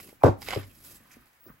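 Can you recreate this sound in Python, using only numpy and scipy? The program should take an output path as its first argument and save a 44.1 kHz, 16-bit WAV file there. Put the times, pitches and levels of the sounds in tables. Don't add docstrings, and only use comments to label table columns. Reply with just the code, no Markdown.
import sys
import numpy as np
from scipy import signal
from scipy.fft import rfft, irfft
from scipy.io import wavfile
from scipy.ndimage import uniform_filter1d

SR = 44100
rng = np.random.default_rng(int(sys.argv[2]) if len(sys.argv) > 2 else 0)


def persist_wave(psi):
    counts = np.round(np.clip(psi, -1, 1) * 32767).astype(np.int16)
    wavfile.write(sys.argv[1], SR, np.atleast_2d(counts).T)


def volts_from_db(level):
    exponent = np.asarray(level, float) / 20
    return 10 ** exponent


N = 70560
TIME_S = np.arange(N) / SR
BIN_HZ = np.fft.rfftfreq(2 * N, 1 / SR)


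def unit(x):
    return x / np.sqrt(np.mean(x ** 2))


def noise():
    return rng.standard_normal(N)


def along(points, column):
    points = np.array(points, float)
    return np.interp(np.log(BIN_HZ + 1), np.log(points[:, 0]), points[:, column])


def shape(x, gain):
    return irfft(rfft(x, 2 * N) * gain)[..., :N]


def band(hz, width_hz):
    f = BIN_HZ + 1e-3
    return 1 / (1 + 1j * (f / hz - hz / f) * hz / width_hz)


def walk(rate_hz):
    hold = int(SR / rate_hz)
    levels = rng.standard_normal(N // hold + 1)
    return uniform_filter1d(np.repeat(levels, hold), hold)[:N]


def curve(rows):
    rows = np.array(rows)
    return volts_from_db(np.interp(TIME_S, rows[:, 0], rows[:, 1]))


def air():
    # (frequency [Hz], density [dB per Hz])
    air_colour = [(30, -7.5), (300, -13.5), (750, -9), (1900, -6.5), (3500, -18), (8000, -26.5),
                  (12000, -24.5), (16000, -13.5)]
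    level_db = -63.5
    mid, side = shape(rng.standard_normal((2, N)), volts_from_db(along(air_colour, 1)))
    side = shape(side, 1 - band(0.933, 500))
    return volts_from_db(level_db) * unit(np.array([mid + side, mid - side]))


def stroking():
    # (time [s], level [dB])
    stroke_level = [(0.0, -53.5), (0.088, -55.5), (0.19, -76), (0.226, -64.5), (0.236, -52), (0.342, -91),
                    (0.378, -69), (0.418, -53.5), (0.498, -48.5), (0.664, -63.5), (0.815, -59.5),
                    (0.85, -52), (0.965, -54.5), (0.998, -67), (1.09, -66), (1.122, -59), (1.18, -70),
                    (1.6, -76)]
    # (frequency [Hz], density [dB per Hz])
    stroke_colour = [(300, -2), (1000, -9.5), (3000, -10), (6000, -10), (8000, -8.5), (12000, -1),
                     (16000, -6.5)]
    catches = noise() * volts_from_db(2.8 * walk(300))
    hiss = unit(shape(catches, volts_from_db(along(stroke_colour, 1))))
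    return hiss * curve(stroke_level) * volts_from_db(2.0 + 1.1 * walk(44))


def scuffs():
    # (start [s], length [s], level [dB], centre [Hz], width [Hz])
    rubs = [(0, 0.13, -68.5, 2758, 600), (0.24, 0.077, -32.5, 820, 270), (0.408, 0.13, -57, 2930, 7400),
            (0.46, 0.11, -46.5, 1660, 3800), (0.557, 0.089, -51.5, 1430, 3007),
            (0.69, 0.042, -64.5, 2690, 1340), (.852, .03, -67, 3600, 1500), (.955, .02, -60, 7700, 920),
            (.77, .025, -70, 8200, 2350), (.95, 0.4, -67.5, 1102, 2470), (1.102, 0.0654, -60, 2100, 1620),
            (1.269, 0.0072, -64, 4500, 2000), (1.48, 0.053, -57.5, 1260, 1060), (.238, .03, -31, 1250, 730),
            (.264, .03, -34, 1300, 704), (0.019, 0.12, -60, 330, 290), (1.108, 0.044, -63, 6300, 4500),
            (1.4, .15, -54, 16000, 3000), (.04, .05, -67.5, 2950, 250), (0.2, 0.042, -66, 2400, 250),
            (1.457, 0.051, -56.5, 290, 460), (1.458, 0.045, -74.5, 5100, 2540)]
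    rise_s, fade_share = 0.0066, 0.41
    out = np.zeros(N)
    for start_s, length_s, db, hz, width_hz in rubs:
        rise = np.clip((TIME_S - start_s) / rise_s, 0, 1)
        fade = np.clip((start_s + length_s - TIME_S) / (fade_share * length_s), 0, 1)
        rub = unit(shape(noise(), band(hz, width_hz) ** 3))
        out += volts_from_db(db + 1.8 * walk(150)) * rise * fade * rub
    return out


def handling():
    # (time [s], level [dB])
    handling_level = [(0, -56), (.1, -65), (.16, -63), (.3, -78), (.4, -49.5), (.45, -53.5), (.5, -46),
                      (.68, -56.5), (.8, -59.5), (.9, -59.5), (1.05, -64.5), (1.15, -67), (1.22, -62),
                      (1.35, -84.5), (1.5, -59.5), (1.6, -74)]
    rumble_walk_db = 2.0
    low = np.zeros(N)
    for hz, db in ((52.7, -3.5), (104.5, 1), (230, -3)):
        rumble = unit(shape(noise(), band(hz, 0.62 * hz) ** 2))
        low += volts_from_db(db + rumble_walk_db * walk(30)) * rumble
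    return unit(low) * curve(handling_level)


def covers():
    # (time [s], level [dB], decay [ms], extra treble [dB])
    cracks = [(.0005, -43.5, 3.3, -2.5), (.074, -61, 7.7, -0.5), (0.091, -56.5, 9, 0.5),
              (.4188, -40, 2.5, 6), (0.4263, -42.5, 3, 8.5), (.445, -54.5, 2, -0.5), (0.45, -52.5, 2, 0.5),
              (0.48, -48.5, 4, 0), (0.486, -30.5, 2.5, 2), (0.4955, -42, 3, -4.5),
              (0.5063, -30.5, 2.2, 4.5), (.515, -31, 2, -3), (.5235, -39.5, 2, 2), (0.5256, -31, 2.2, -5.5),
              (0.532, -30.5, 2.5, -9), (0.5358, -33, 2.5, -8.5), (.541, -38.5, 2.5, -1),
              (0.5469, -38.5, 2.2, 9.5), (0.551, -36.5, 2, -6), (.559, -37, 2, -3.5),
              (0.564, -54.5, 2, 4.5), (.5738, -39.5, 2, -1.5), (0.596, -56, 3, 2), (0.611, -58.5, 6, 8),
              (.63, -52.5, 12, 3.5)]
    # (frequency [Hz], width [Hz], level [dB])
    card_modes = [(600, 640, 2), (1300, 1000, -0.5), (2100, 220, 5.5), (3150, 1100, -5), (5186, 310, -5),
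                  (7060, 690, -14.5), (12421, 4500, -20.5)]
    split_hz, rise_s, tick_delay_s, tick_gain = 4000, 0.00037, 4e-4, 5.1
    grit = noise() * volts_from_db(0.8 * walk(1500))
    out = np.zeros(N)
    for bright in (0, 1):
        slips = np.zeros(N)
        for start_s, db, decay_ms, treble_db in cracks:
            age_s = TIME_S - start_s
            burst = np.clip(age_s / rise_s, 0, 1) * np.exp(-np.abs(age_s) * 1000 / decay_ms)
            tick = np.sinc((age_s - tick_delay_s) * SR)
            slips += volts_from_db(db + bright * treble_db) * (burst * grit + tick_gain * tick)
        card = 0
        for k, (hz, width_hz, db) in enumerate(card_modes):
            if (hz > split_hz) == bright:
                card = card + (-1) ** k * volts_from_db(db) * band(hz, width_hz)
        out += shape(slips, card)
    return out * 3.5


def taps():
    # (time [s], level [dB], pitch [Hz], t60 [s])
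    touches = [(.06, -48.5, 197, 0.12), (.087, -43.5, 205, 0.035), (.128, -33, 267.3, 0.009),
               (0.213, -44.5, 755, 0.057), (.221, -32.5, 857, 0.032), (.2368, 2, 640, 0.017),
               (.2635, -12, 517, .03), (0.2886, -19, 480, 0.011), (.129, -48, 800, 0.012),
               (.2452, -10, 400, 0.044), (.276, -18, 357, 0.034), (0.5622, -21.5, 387, 0.043),
               (0.5658, -27.5, 100, 0.25), (.5713, -21, 341, 0.031), (.576, -28.5, 133, 0.074),
               (0.5882, -33, 268, 0.054), (.727, -50, 236.2, 0.03), (.92, -55.5, 219, 0.0167),
               (1.006, -55.5, 224.4, 0.14), (1.053, -55, 230, 0.031), (1.168, -42, 238, 0.061),
               (1.454, -60, 1133, .06), (1.456, -59, 556, 0.068), (1.474, -45, 279, 0.059),
               (1.5, -39, 190, 0.034), (1.511, -48, 140, 0.065), (1.541, -54, 140, 0.093)]
    glide_share, glide_s, touch_s = 0.4, 0.002, 0.0012
    out = np.zeros(N)
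    for start_s, db, hz, t60_s in touches:
        age_s = np.clip(TIME_S - start_s, 0, 1)
        turns = hz * (age_s + glide_share * glide_s * (1 - np.exp(-age_s / glide_s)))
        attack = np.sin(np.pi / 2 * np.clip(age_s / touch_s, 0, 1)) ** 2
        out += volts_from_db(db - 60 * age_s / t60_s) * attack * np.sin(2 * np.pi * turns)
    return out


def table_blows():
    # (time [s], level [dB], contact [ms], ring share [0-1], paper slap [dB])
    blows = [(.238, -11, 2.3, 0.66, -34), (0.2454, -19.5, 2, 0.6, -38), (0.2604, -10, 2, 0.21, -44.5),
             (.2645, -12.5, 1.9, 0.2, -45.5), (.2685, -14, 1.6, .2, -44), (.274, -21.5, 2, 0.1, -54.5),
             (.281, -14.5, 2.015, 0.61, -56.5), (.2875, -22, 1.7, 0.46, -56.5), (.299, -32, 3.4, 0, -65.5),
             (.307, -35, 1.46, 0.1, -65), (.559, -37, 1.15, 0.36, -62), (.573, -42, 1.5, 0.34, -53.5)]
    # (frequency [Hz], level [dB], time to fall about 107 dB [s])
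    wood_modes = [(67, -11, 0.26), (100.8, 1.5, 0.26), (140, -10, 0.051), (224.4, -9.5, 0.27),
                  (272, -7, 0.23), (350, -2.5, 0.18), (477, -7.5, 0.034), (493.6, -5.5, 0.033),
                  (550, -13.5, 0.052), (691.4, -12.5, 0.082), (890, -21.5, 0.13), (1152, -3.5, 0.11),
                  (1460, -21, .08), (1970, -24.5, .07)]
    bending_s = 0.085
    early_s, direct_db = 0.0033, 2
    slap_db, snap_s, slap_s, slap_lead_s = 9, 0.0025, 0.025, 0.0034

    push, ring, slap = np.zeros((3, N))
    for start_s, db, contact_ms, ring_share, paper_db in blows:
        spread_s = contact_ms * 0.00012
        bump = np.exp(-0.5 * ((TIME_S - start_s) / spread_s) ** 2)
        bump *= volts_from_db(db) / (contact_ms * 0.028)
        push += bump
        ring += ring_share * bump
        age_s = TIME_S - start_s + slap_lead_s
        decay = np.exp(-np.abs(age_s) / snap_s) + 0.24 * np.exp(-np.abs(age_s) / slap_s)
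        slap += volts_from_db(paper_db) * (age_s > 0) * decay

    modes = 0
    for k, (hz, db, t60_s) in enumerate(wood_modes):
        modes = modes + (-1) ** k * volts_from_db(db) * band(hz, 3.91 / t60_s)
    bending = np.exp(-2j * np.pi * (2 * bending_s * np.sqrt(BIN_HZ + 30) - early_s * BIN_HZ))
    ringing = shape(ring, bending * modes * 1.459)
    direct = shape(push, bending * band(570, 530) * volts_from_db(direct_db) * 0.11)
    paper = shape(noise(), band(1600, 1600) + 0.03 * band(8000, 12000))
    return ringing + direct + volts_from_db(slap_db) * slap * paper


def echo(t60_s, db):
    spray = rng.standard_normal((2, N)) * (TIME_S > 0.001) * volts_from_db(-60 * TIME_S / t60_s)
    spray = shape(spray, 1 - band(0.77, 480))
    energy = np.sum(spray ** 2, axis=1, keepdims=True)
    return volts_from_db(db) * rfft(spray / np.sqrt(energy), 2 * N)


def scene():
    # (frequency [Hz], left lead [radians], left minus right [dB])
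    port_points = [(100, 0.6, 0), (600, 0.18, -1), (920, -1.66, -2), (1963, 0.71, -1.5), (3500, -1.4, -2),
                   (5000, -0.83, -12), (8640, .8, 0.2), (13420, 1, 1.05)]
    half = volts_from_db(along(port_points, 2) / 2) * np.exp(0.5j * along(port_points, 1))
    rubbing = stroking() + scuffs() + handling()
    out = air()
    for source, pan_db in ((rubbing, -0.6), (covers(), -1.5), (taps() + table_blows(), 0.6)):
        left = half * volts_from_db(pan_db)
        ports = np.array([left, 1 / left])
        nearby = echo(t60_s=0.029, db=-4.5)
        room = echo(t60_s=0.25, db=-7.5)
        out = out + shape(source, ports + nearby + room)
    return out


def low_pass(x):
    return signal.sosfilt(signal.butter(12, 16010, fs=SR, output="sos"), x)


def record(dry):
    # (start [s], end [s], low edge [Hz], high edge [Hz])
    dead_bands = [(-.1, .05, 9600, 10300), (0, .232, 8950, 9650), (.11, .232, 9550, 10300),
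                  (.245, .412, 8900, 10300), (.44, .578, 8900, 10350), (.603, 1.435, 8950, 10250),
                  (-.1, .232, 13600, 15000), (.243, .395, 13300, 15100), (.243, .33, 15000, 16100),
                  (.44, .578, 13600, 15000), (.505, .578, 14900, 16100), (.603, 1.2, 13600, 14950),
                  (.603, .655, 14850, 16100), (1.29, 1.435, 13600, 14900)]
    switch_s, edge_hz, top_hz = 0.012, 60, 15830
    for start_s, end_s, low_hz, high_hz in dead_bands:
        gone = np.clip(np.minimum(TIME_S - start_s, end_s - TIME_S) / switch_s, 0, 1)
        inside = np.clip(np.minimum(BIN_HZ - low_hz, high_hz - BIN_HZ) / edge_hz, 0, 1)
        dry = dry - gone * shape(dry, inside)
    mix = shape(dry, BIN_HZ < top_hz)
    return low_pass(mix)


dry = scene()
out = record(dry)
persist_wave(out)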